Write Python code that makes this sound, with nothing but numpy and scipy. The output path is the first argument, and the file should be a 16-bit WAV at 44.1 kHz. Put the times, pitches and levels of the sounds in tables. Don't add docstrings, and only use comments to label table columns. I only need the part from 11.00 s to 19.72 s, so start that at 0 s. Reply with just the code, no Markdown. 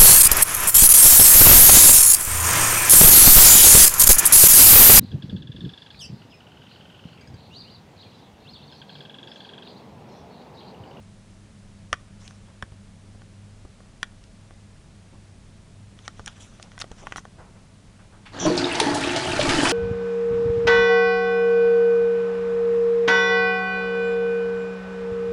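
import sys
import numpy as np
from scipy import signal
from scipy.fft import rfft, irfft
from scipy.io import wavfile
from scipy.ndimage import uniform_filter1d

SR = 44100
rng = np.random.default_rng(int(sys.argv[2]) if len(sys.argv) > 2 else 0)


def persist_wave(psi):
    counts = np.round(np.clip(psi, -1, 1) * 32767).astype(np.int16)
    wavfile.write(sys.argv[1], SR, np.atleast_2d(counts).T)


N = 384552
TIME, FREQS = np.arange(N) / SR, np.fft.rfftfreq(N, 1 / SR)
SHORT = SR // 2
AGE = TIME[:SHORT]


def amp(db):
    return 10 ** (np.asarray(db) / 20)


def evened(x):
    return x / np.sqrt(np.mean(x ** 2) + 1e-20)


def read(points, hz):
    f, value = np.transpose(points)
    return np.interp(np.log(hz + 1), np.log(f + 1), value)


def level(rows, column=1):
    rows = np.array(rows)
    return amp(np.interp(TIME, rows[:, 0], rows[:, column], left=-np.inf))


def add(mix, s, sound):
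    part = mix[round(s * SR):][:len(sound)]
    part += sound[:len(part)]


def dying(t60):
    return np.exp(-np.log(1000) * AGE / t60)


def swell(s, length):
    age = np.maximum(TIME - s, 0) / (length / 4)
    return age * np.exp(1 - age)


def held(s, length, edge):
    return np.clip(np.minimum(TIME - s, s + length - TIME) / edge, 0, 1)


def shaped(x, gain):
    return evened(irfft(rfft(x) * gain, N))


def noise(colour):
    return shaped(rng.standard_normal(N), amp(read(colour, FREQS)))


def drift(rate_hz):
    return shaped(rng.standard_normal(N), np.exp(-(FREQS / rate_hz) ** 2))


def burst(hz, octaves, t60, rise):
    f = np.fft.rfftfreq(SHORT, 1 / SR)
    band = 1 / (1 + (np.log2((f + 1) / hz) / octaves) ** 4)
    puff = evened(irfft(rfft(rng.standard_normal(SHORT)) * band, SHORT))
    return puff * dying(t60) * (1 - np.exp(-AGE / rise))


def bubbles(lo_hz, hi_hz, per_s, cycles, spread_db, glide, count=36):
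    out = np.zeros(N)
    for hz in np.geomspace(lo_hz, hi_hz, count):
        age = np.arange(0, 5, hz / cycles / SR)
        ring = np.sin(2 * np.pi * cycles * age * (1 + glide * age)) * np.exp(-age)
        strength = np.minimum(rng.exponential(1, N), 2.8)
        starts = rng.random(N) < per_s / count / SR
        out += signal.oaconvolve(amp(spread_db * strength) * starts, ring * np.sqrt(hz))[:N]
    return evened(out)


def churn(gain, drops_per_s, spread_db, wash_db, patch_db, flicker_db):
    strength = amp(spread_db * np.minimum(rng.exponential(1, N), 4))
    drops = rng.standard_normal(N) * strength * (rng.random(N) < drops_per_s / SR)
    wash = amp(wash_db) * rng.standard_normal(N)
    z = signal.stft(evened(drops) + wash, nperseg=256)[2]
    patches = uniform_filter1d(rng.standard_normal(z.shape), size=5, axis=0)
    patches = evened(uniform_filter1d(patches, size=8, axis=1))
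    water = signal.istft(z * amp(patch_db * patches), nperseg=256)[1][:N]
    return shaped(water * amp(flicker_db * drift(79)), gain)


# frequency in Hz, relative level in dB.
VENT_COLOUR = [(12, -52), (20, 1), (69, -8), (85, -6), (102, -9.5), (123, -7), (211, -7.5), (254, -14.5),
               (390, -21), (423, -19.5), (458, -23), (1890, -29.5), (2050, -29.5), (9430, -36),
               (12000, -41.5), (15600, -89), (22000, -120)]
# frequency in Hz, width in Hz, relative level in dB.
DUCT_RINGS = [(550, 35, -67), (649, 14, -67.5)]
# time in seconds, relative level of the mains hum in dB, relative level of its octave in dB.
HUM_LEVELS = [(0.0, -50, -51), (0.16, -52.5, -51.5), (4.91, -53, -62), (5.07, -50, -58),
              (5.37, -55.5, -57.5), (7.2, -53.5, -57.5)]


def ventilation(air_db=-50, hum_hz=100, hum_db=-1, octave_db=-4.5, duct_db=-5):
    turn = 2 * np.pi * hum_hz * TIME + 0.31 * drift(4.2)
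    hum = amp(hum_db) * level(HUM_LEVELS) * np.sin(turn)
    hum += amp(octave_db) * level(HUM_LEVELS, column=2) * np.sin(2 * turn)
    hum *= np.sqrt(2) * amp(3.0 * drift(5.0))
    duct = np.zeros(N)
    for hz, width, db in DUCT_RINGS:
        resonance = 1 / (1 + ((FREQS - hz) / width) ** 2)
        duct += amp(db + duct_db) * shaped(rng.standard_normal(N), resonance)
    return amp(air_db) * noise(VENT_COLOUR) + duct + hum


# start in seconds, level in dB.
LOW_BUMPS = [(0.927, -23.5), (1.629, -26.5), (1.72, -34), (2.148, -34.5), (2.65, -29.5), (5.199, -31.5),
             (5.279, -39), (5.913, -30), (6.16, -38), (6.184, -33), (6.389, -37)]


def bumps(hz=75, t60=0.044):
    out = np.zeros(N)
    for s, db in LOW_BUMPS:
        push = np.sin(2 * np.pi * hz * AGE) * dying(t60)
        add(out, s, amp(db) * (push + amp(-6.0) * burst(138, 1.93, 0.032, 0.0014)))
    return out


# start in seconds, peak level in dB, relative treble in dB, centre of the ring in Hz.
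CASE_CLICKS = [(0.929, -9, -10.5, 1210), (0.941, -28, -7, 1150), (1.278, -31, 0, 3230),
               (1.309, -37, -8, 1010), (1.625, -19.5, -36, 1360), (2.219, -35.5, -15, 1110),
               (2.804, -39.5, -15, 595), (3.03, -11, -8, 2000), (3.239, -41.5, 2, 5920),
               (3.508, -37, -24, 660), (4.99, -36, -11, 2420), (5.079, -17.5, -3, 1100),
               (5.195, -27, -15, 800), (5.261, -21.5, -25, 5700), (5.278, -20, -19, 3150),
               (5.598, -35.5, -13, 716), (5.627, -28.5, -1, 5260), (5.718, -33, -23, 1800),
               (5.779, -26, -21, 1430), (5.791, -29, -9, 5480), (5.814, -19.5, 11, 3830),
               (5.819, -20.5, 0.5, 1450), (5.842, -28.5, -28, 555), (5.916, -25.5, -4.5, 520),
               (6.07, -19.5, -38, 980), (6.123, -16, -21, 1460), (6.16, -19, -13.5, 1040),
               (6.182, -23, -19, 1000), (6.253, -28.5, -32, 810)]
# nominal frequency in Hz, relative level in dB, 60 dB decay time in seconds.
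CASE_MODES = [(480, 6, 0.0064), (782, -2, 0.015), (1165, -1, 0.017), (1500, 1.5, 0.014), (1877, 2.5, 0.011),
              (2390, -9, 0.017), (3236, 6, 0.0066), (5080, -7, 0.0098), (5680, 1, 0.012),
              (6900, 0.5, 0.0069), (9300, 7.5, 0.0027)]


def clicks(crack_db=10, crack_t60=0.0083, focus_octaves=0.92, chatter=0.14, chatter_s=0.0067):
    out = np.zeros(N)
    hz, db, t60 = np.transpose(CASE_MODES)[:, :, None]
    for s, peak_db, treble_db, centre_hz in CASE_CLICKS:
        weight = amp(db) / (1 + (np.log2(hz / centre_hz) / focus_octaves) ** 2)
        weight = weight * np.minimum(hz / centre_hz, 1) ** 0.5
        pitch = hz * rng.uniform(0.94, 1.04, hz.shape)
        sign = rng.choice([-1, 1], hz.shape)
        ring = (sign * weight * np.sin(2 * np.pi * pitch * AGE) * dying(t60)).sum(0)
        again = rng.uniform(-2.14, 1, SHORT) * (rng.random(SHORT) < 1500 / SR)
        contacts = (AGE == 0) + chatter * again * np.exp(-AGE / chatter_s)
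        ring = signal.fftconvolve(ring, contacts)[:SHORT]
        crack = amp(crack_db + treble_db) * burst(3900, 0.75, crack_t60, 0.0007) / 2
        click = ring / abs(ring).max() + crack
        add(out, s, amp(peak_db) * click / abs(click).max())
    return out


# frequency in Hz, level in dB, 60 dB decay time in seconds.
KNOCK_PARTIALS = [(1147, -48, 0.17), (2240, -59, .23), (2460, -56, .22), (3257, -60, .2)]


def after_ring(start_s=0.932):
    out = np.zeros(N)
    for hz, db, t60 in KNOCK_PARTIALS:
        add(out, start_s, amp(db) * np.sin(2 * np.pi * hz * AGE) * dying(t60))
    return out


# start in seconds, length in seconds, level in dB, treble tilt in dB per octave (eased in the bass).
FINGER_RUBS = [(1.188, 0.21, -54.5, 3), (1.447, 0.13, -55.5, -15), (4.124, 0.078, -54, -19),
               (5.046, 0.039, -55, 1), (5.271, 0.019, -37, -6), (5.394, 0.094, -50, 6.5),
               (5.63, 0.072, -57, -9), (5.799, 0.024, -35.5, 3.5), (5.89, 0.055, -58, -15),
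               (6.008, 0.2, -52.5, -9), (6.164, 0.036, -41, 7)]
# frequency in Hz, relative level in dB.
RUB_SPECTRUM = [(300, -4), (1500, -2.5), (2400, -8), (3400, -3.5), (4500, -14), (5900, -4.5), (8000, -15.5),
                (10500, -22)]
GRIP_S, GRIP_LENGTH_S, GRIP_EDGE_S, GRIP_DB = 4.93, 1.3, 0.083, -60


def rubs(grain_db=3, uneven_db=4):
    grains = churn(amp(read(RUB_SPECTRUM, FREQS)), 2500, grain_db, 5.0, 3.8, 1.3)
    rustle = amp(GRIP_DB + uneven_db * drift(16))
    out = rustle * held(GRIP_S, GRIP_LENGTH_S, GRIP_EDGE_S) * grains
    for s, length, db, tilt_db in FINGER_RUBS:
        tilt = amp(tilt_db * np.log2(FREQS / 3000 + 0.66))
        out += amp(db) * swell(s, length) * shaped(grains, tilt)
    return out


# start in seconds, relative level in dB, centre in Hz, 60 dB decay time in seconds.
FIRST_PUFFS = [(6.38, -44.5, 620, 0.34), (6.551, -49.5, 690, 0.18), (6.985, -51.5, 960, 0.26),
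               (7.12, -50.5, 690, 0.32), (7.254, -40, 1640, 0.17), (7.332, -41, 685, 0.5)]


def first_puffs():
    out = np.zeros(N)
    for s, db, hz, t60 in FIRST_PUFFS:
        add(out, s, amp(db) * burst(hz, 1.2, t60, 0.0072))
    return out


# time in seconds, relative level in dB.
FLUSH_FLOW = [(7.32, -54), (7.35, -44), (7.45, -34), (7.71, -32), (7.9, -30), (8.05, -30.8), (8.26, -32),
              (8.5, -27.5), (8.7, -23.5)]
# frequency in Hz, width in Hz, relative level in dB.
BOWL_MODES = [(99, 21, -7), (157, 23, -3), (188, 15, -16), (292, 59, 4), (350, 19, 5), (469, 26, -7),
              (641, 53, 0), (745, 150, -9), (884, 54, -2)]
# frequency in Hz, relative level in dB.
POUR_SPECTRUM = [(100, -38), (240, -31), (400, -7.5), (900, -34), (1300, -12.5), (2500, -48)]
# frequency in Hz, relative level in dB.
RUMBLE_SPECTRUM = [(20, -1), (40, -20), (65, 0.5), (100, 1.5), (160, 5.5), (220, -3), (400, -32)]
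# start in seconds, length in seconds,
# relative ring of the bowl in dB, relative thump in the drain in dB.
PLUNGES = [(7.457, 0.057, -21.5, -28), (7.542, .15, -27, -50), (7.767, 0.15, -32, -44),
           (7.844, .1, -26, -51), (7.927, 0.12, -26.5, -53), (8.266, 0.097, -34, -29.5),
           (8.39, 0.057, -28, -32.5), (8.468, 0.054, -22, -27), (8.54, 0.062, -34, -29)]
LANDS_S = 7.53
FOAM_DB_PER_S = -3.5


def pour(pour_db=-3.5, rumble_db=0.5, bubble_db=-10, glug_db=-14, stream_db=4.5, drain_db=-12):
    power = amp(read(POUR_SPECTRUM, FREQS)) ** 2
    for hz, width, db in BOWL_MODES:
        power += amp(db) ** 2 / (1 + ((FREQS - hz) / (width / 2)) ** 2) ** 1.95
    body = churn(np.sqrt(power), 400, 1.9, -3.6, 1.0, 2.7)
    gurgle = bubbles(419, 1301, 91, 15.0, 2.9, 0.0264, count=16)
    glugs = bubbles(269.5, 392.6, 49, 17.4, 1.3, 0.0135, count=6)
    water = amp(pour_db) * body + amp(bubble_db) * gurgle + amp(glug_db) * glugs
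    flow = level(FLUSH_FLOW)
    ring = flow * amp(stream_db + FOAM_DB_PER_S * np.maximum(TIME - LANDS_S, 0))
    shake = flow * amp(drain_db)
    for s, length, ring_db, thump_db in PLUNGES:
        plunge = swell(s, length)
        ring = np.hypot(ring, amp(ring_db) * plunge)
        shake = np.hypot(shake, amp(thump_db) * plunge)
    return ring * water + shake * amp(rumble_db) * noise(RUMBLE_SPECTRUM)


# frequency in Hz, relative level in dB.
SPLASH_SPECTRUM = [(300, -26), (800, 7), (1100, -0.5), (1700, 7.5), (2100, 2.5), (2700, 2.5), (3600, 1),
                   (5000, -3), (7000, -10), (10500, -20)]
# frequency in Hz, relative level in dB.
SPRAY_SPECTRUM = [(2000, -36), (4500, -3), (6300, -3), (8000, -5), (9800, -7), (11000, -16)]
SPRAY_BUILD_S = 0.61


def splashing(splash_db=-2.5, bubble_db=-6, pip_db=-10, spray_db=-6, spray_power=1.54):
    sheet = churn(amp(read(SPLASH_SPECTRUM, FREQS)), 2000, 3.2, -1, 2.3, 1.4)
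    froth = bubbles(950, 5000, 600, 11, 5, 0.005)
    pips = bubbles(2400, 3100, 45, 25, 4, 0.006, count=8)
    spray = churn(amp(read(SPRAY_SPECTRUM, FREQS)), 800, 4.2, -3, 2.4, 1.5)
    flow = level(FLUSH_FLOW)
    foam = np.clip((TIME - LANDS_S) / SPRAY_BUILD_S, 0, 1)
    mist = flow.max() * (flow / flow.max()) ** spray_power * foam
    splash = amp(splash_db) * sheet + amp(bubble_db) * froth + foam * amp(pip_db) * pips
    return flow * splash + mist * amp(spray_db) * spray


# start in seconds, length in seconds, relative level in dB, resonance at the start in Hz.
AIR_SPURTS = [(7.385, 0.087, -32, 6020), (7.465, 0.053, -33.5, 4550), (7.572, 0.058, -32, 4400),
              (7.665, 0.091, -35, 2113)]
AIR_EDGE_S, AIR_SAG_PER_S = 0.017, 0.605


def rim_air(width_hz=420, sputter_db=3.0, gain_db=-2):
    holes = [(1, 9), (1.18, 0), (0.58, 4), (2.3, -24)]  # (multiple of the resonance, dB)
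    eddies = [amp(hole_db) * (drift(width_hz) + 1j * drift(width_hz)) for _, hole_db in holes]
    out = np.zeros(N)
    for s, length, db, hz in AIR_SPURTS:
        gate = held(s, length, AIR_EDGE_S)
        on = gate > 0
        turn = 2 * np.pi * np.cumsum(hz * (1 - AIR_SAG_PER_S * (TIME[on] - s))) / SR
        hiss = np.zeros(len(turn))
        for eddy, (multiple, _) in zip(eddies, holes):
            hiss += (eddy[on] * np.exp(1j * multiple * turn)).real
        add(out, s, amp(db + gain_db) * gate[on] * evened(hiss))
    return out * amp(sputter_db * drift(60))


# start in seconds, relative level in dB, starting frequency in Hz,
# 60 dB decay time in seconds.
BOWL_GULPS = [(7.411, -28, 182, 0.37), (7.452, -14.5, 617.5, 0.21), (7.455, -16, 315.4, 0.2),
              (7.467, -20.5, 172.8, 0.26), (7.501, -14.5, 474, 0.052), (7.51, -18.5, 350, 0.24),
              (7.585, -27, 157, 0.35), (7.80, -9.5, 904, 0.038), (7.814, -12.5, 428, 0.052),
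              (7.863, -18, 288, 0.35), (7.868, -19, 853, 0.096), (7.955, -23, 864, 0.16),
              (8.16, -18, 658, .1), (8.392, -9, 607, 0.059), (8.587, -14.5, 292, .15)]


def gulps(glide=0.071):
    out = np.zeros(N)
    for s, db, hz, t60 in BOWL_GULPS:
        tone = np.sin(2 * np.pi * hz * AGE * (1 + glide * AGE))
        ring = tone * dying(t60) * (1 - np.exp(-AGE / 0.00099))
        add(out, s, amp(db) * (ring + amp(-18.0) * burst(hz, 0.88, t60, 0.0034)))
    return out


# start in seconds, relative level in dB, centre in Hz,
# width in octaves, 60 dB decay time in seconds.
WATER_SLAPS = [(7.463, -26.5, 1500, 1.4, 0.07), (7.568, -35, 6800, 0.37, 0.24),
               (7.576, -16, 4440, 0.31, 0.04), (7.643, -21, 3770, 0.082, 0.035),
               (7.714, -23, 2720, 0.1, 0.054), (7.724, -29, 9300, .15, 0.023),
               (7.752, -22, 4550, 0.59, 0.033), (7.799, -19.5, 9300, 0.16, 0.023),
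               (7.8, -11.5, 2880, 1.06, 0.039), (7.945, -27.5, 5450, 1.1, 0.096),
               (8.036, -25, 3080, 0.44, 0.075), (8.092, -22, 2770, 0.28, 0.042),
               (8.161, -22.5, 3300, 0.99, 0.097), (8.318, -27, 2720, 0.22, 0.12),
               (8.396, -25.5, 2920, 0.9, 0.12), (8.412, -15.5, 2880, 0.64, 0.025),
               (8.491, -18, 2400, 1.1, 0.081), (8.653, -18.5, 1500, 0.9, 0.071)]


def slaps():
    out = np.zeros(N)
    for s, db, hz, octaves, t60 in WATER_SLAPS:
        add(out, s, amp(db) * burst(hz, octaves, t60, 0.00072))
    return out


def drain(start_s=8.27, rise_s=0.15, hz=38, db=-41):
    rumble = shaped(rng.standard_normal(N), 1 / (1 + (FREQS / hz) ** 4))
    return amp(db) * np.clip((TIME - start_s) / rise_s, 0, 1) * rumble


# frequency in Hz, 60 dB decay time in seconds.
ROOM_DECAY = [(100, 0.23), (400, 0.57), (2000, 0.32), (10000, 0.39)]


def room(x):
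    taps = rng.choice([-1., 1.], SHORT) * (rng.random(SHORT) < 3000 / SR)
    taps = taps * (AGE > 0.004)
    hz, t, z = signal.stft(taps, SR, nperseg=256)
    decay = np.exp(-np.log(1000) * t / read(ROOM_DECAY, hz)[:, None])
    tail = signal.istft(z * decay, SR, nperseg=256)[1]
    return signal.fftconvolve(x, tail / np.linalg.norm(tail))[:N]


def scene():
    air = ventilation()
    handling = bumps() + clicks() + after_ring() + rubs()
    toilet = first_puffs() + pour() + splashing() + rim_air() + gulps() + slaps() + drain()
    leak = amp(-27) * room(handling)
    return (amp(0.5) * toilet + amp(-6.0) * room(toilet) + handling + leak + air)[None]


# frequency in Hz, gain in dB.
MICROPHONE_RESPONSE = [(10200, 0), (10600, -5), (11000, -15.5), (11800, -12), (12400, -36)]


def record(dry, edge_hz=12400):
    hz = np.linspace(0, SR / 2, 513)
    gain = amp(read(MICROPHONE_RESPONSE, hz)) * (hz < edge_hz)
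    taps = signal.firwin2(255, hz, gain, window=("kaiser", 8), fs=SR)
    return signal.oaconvolve(dry, taps[None], "same")


dry = scene()
out = record(dry)
persist_wave(out)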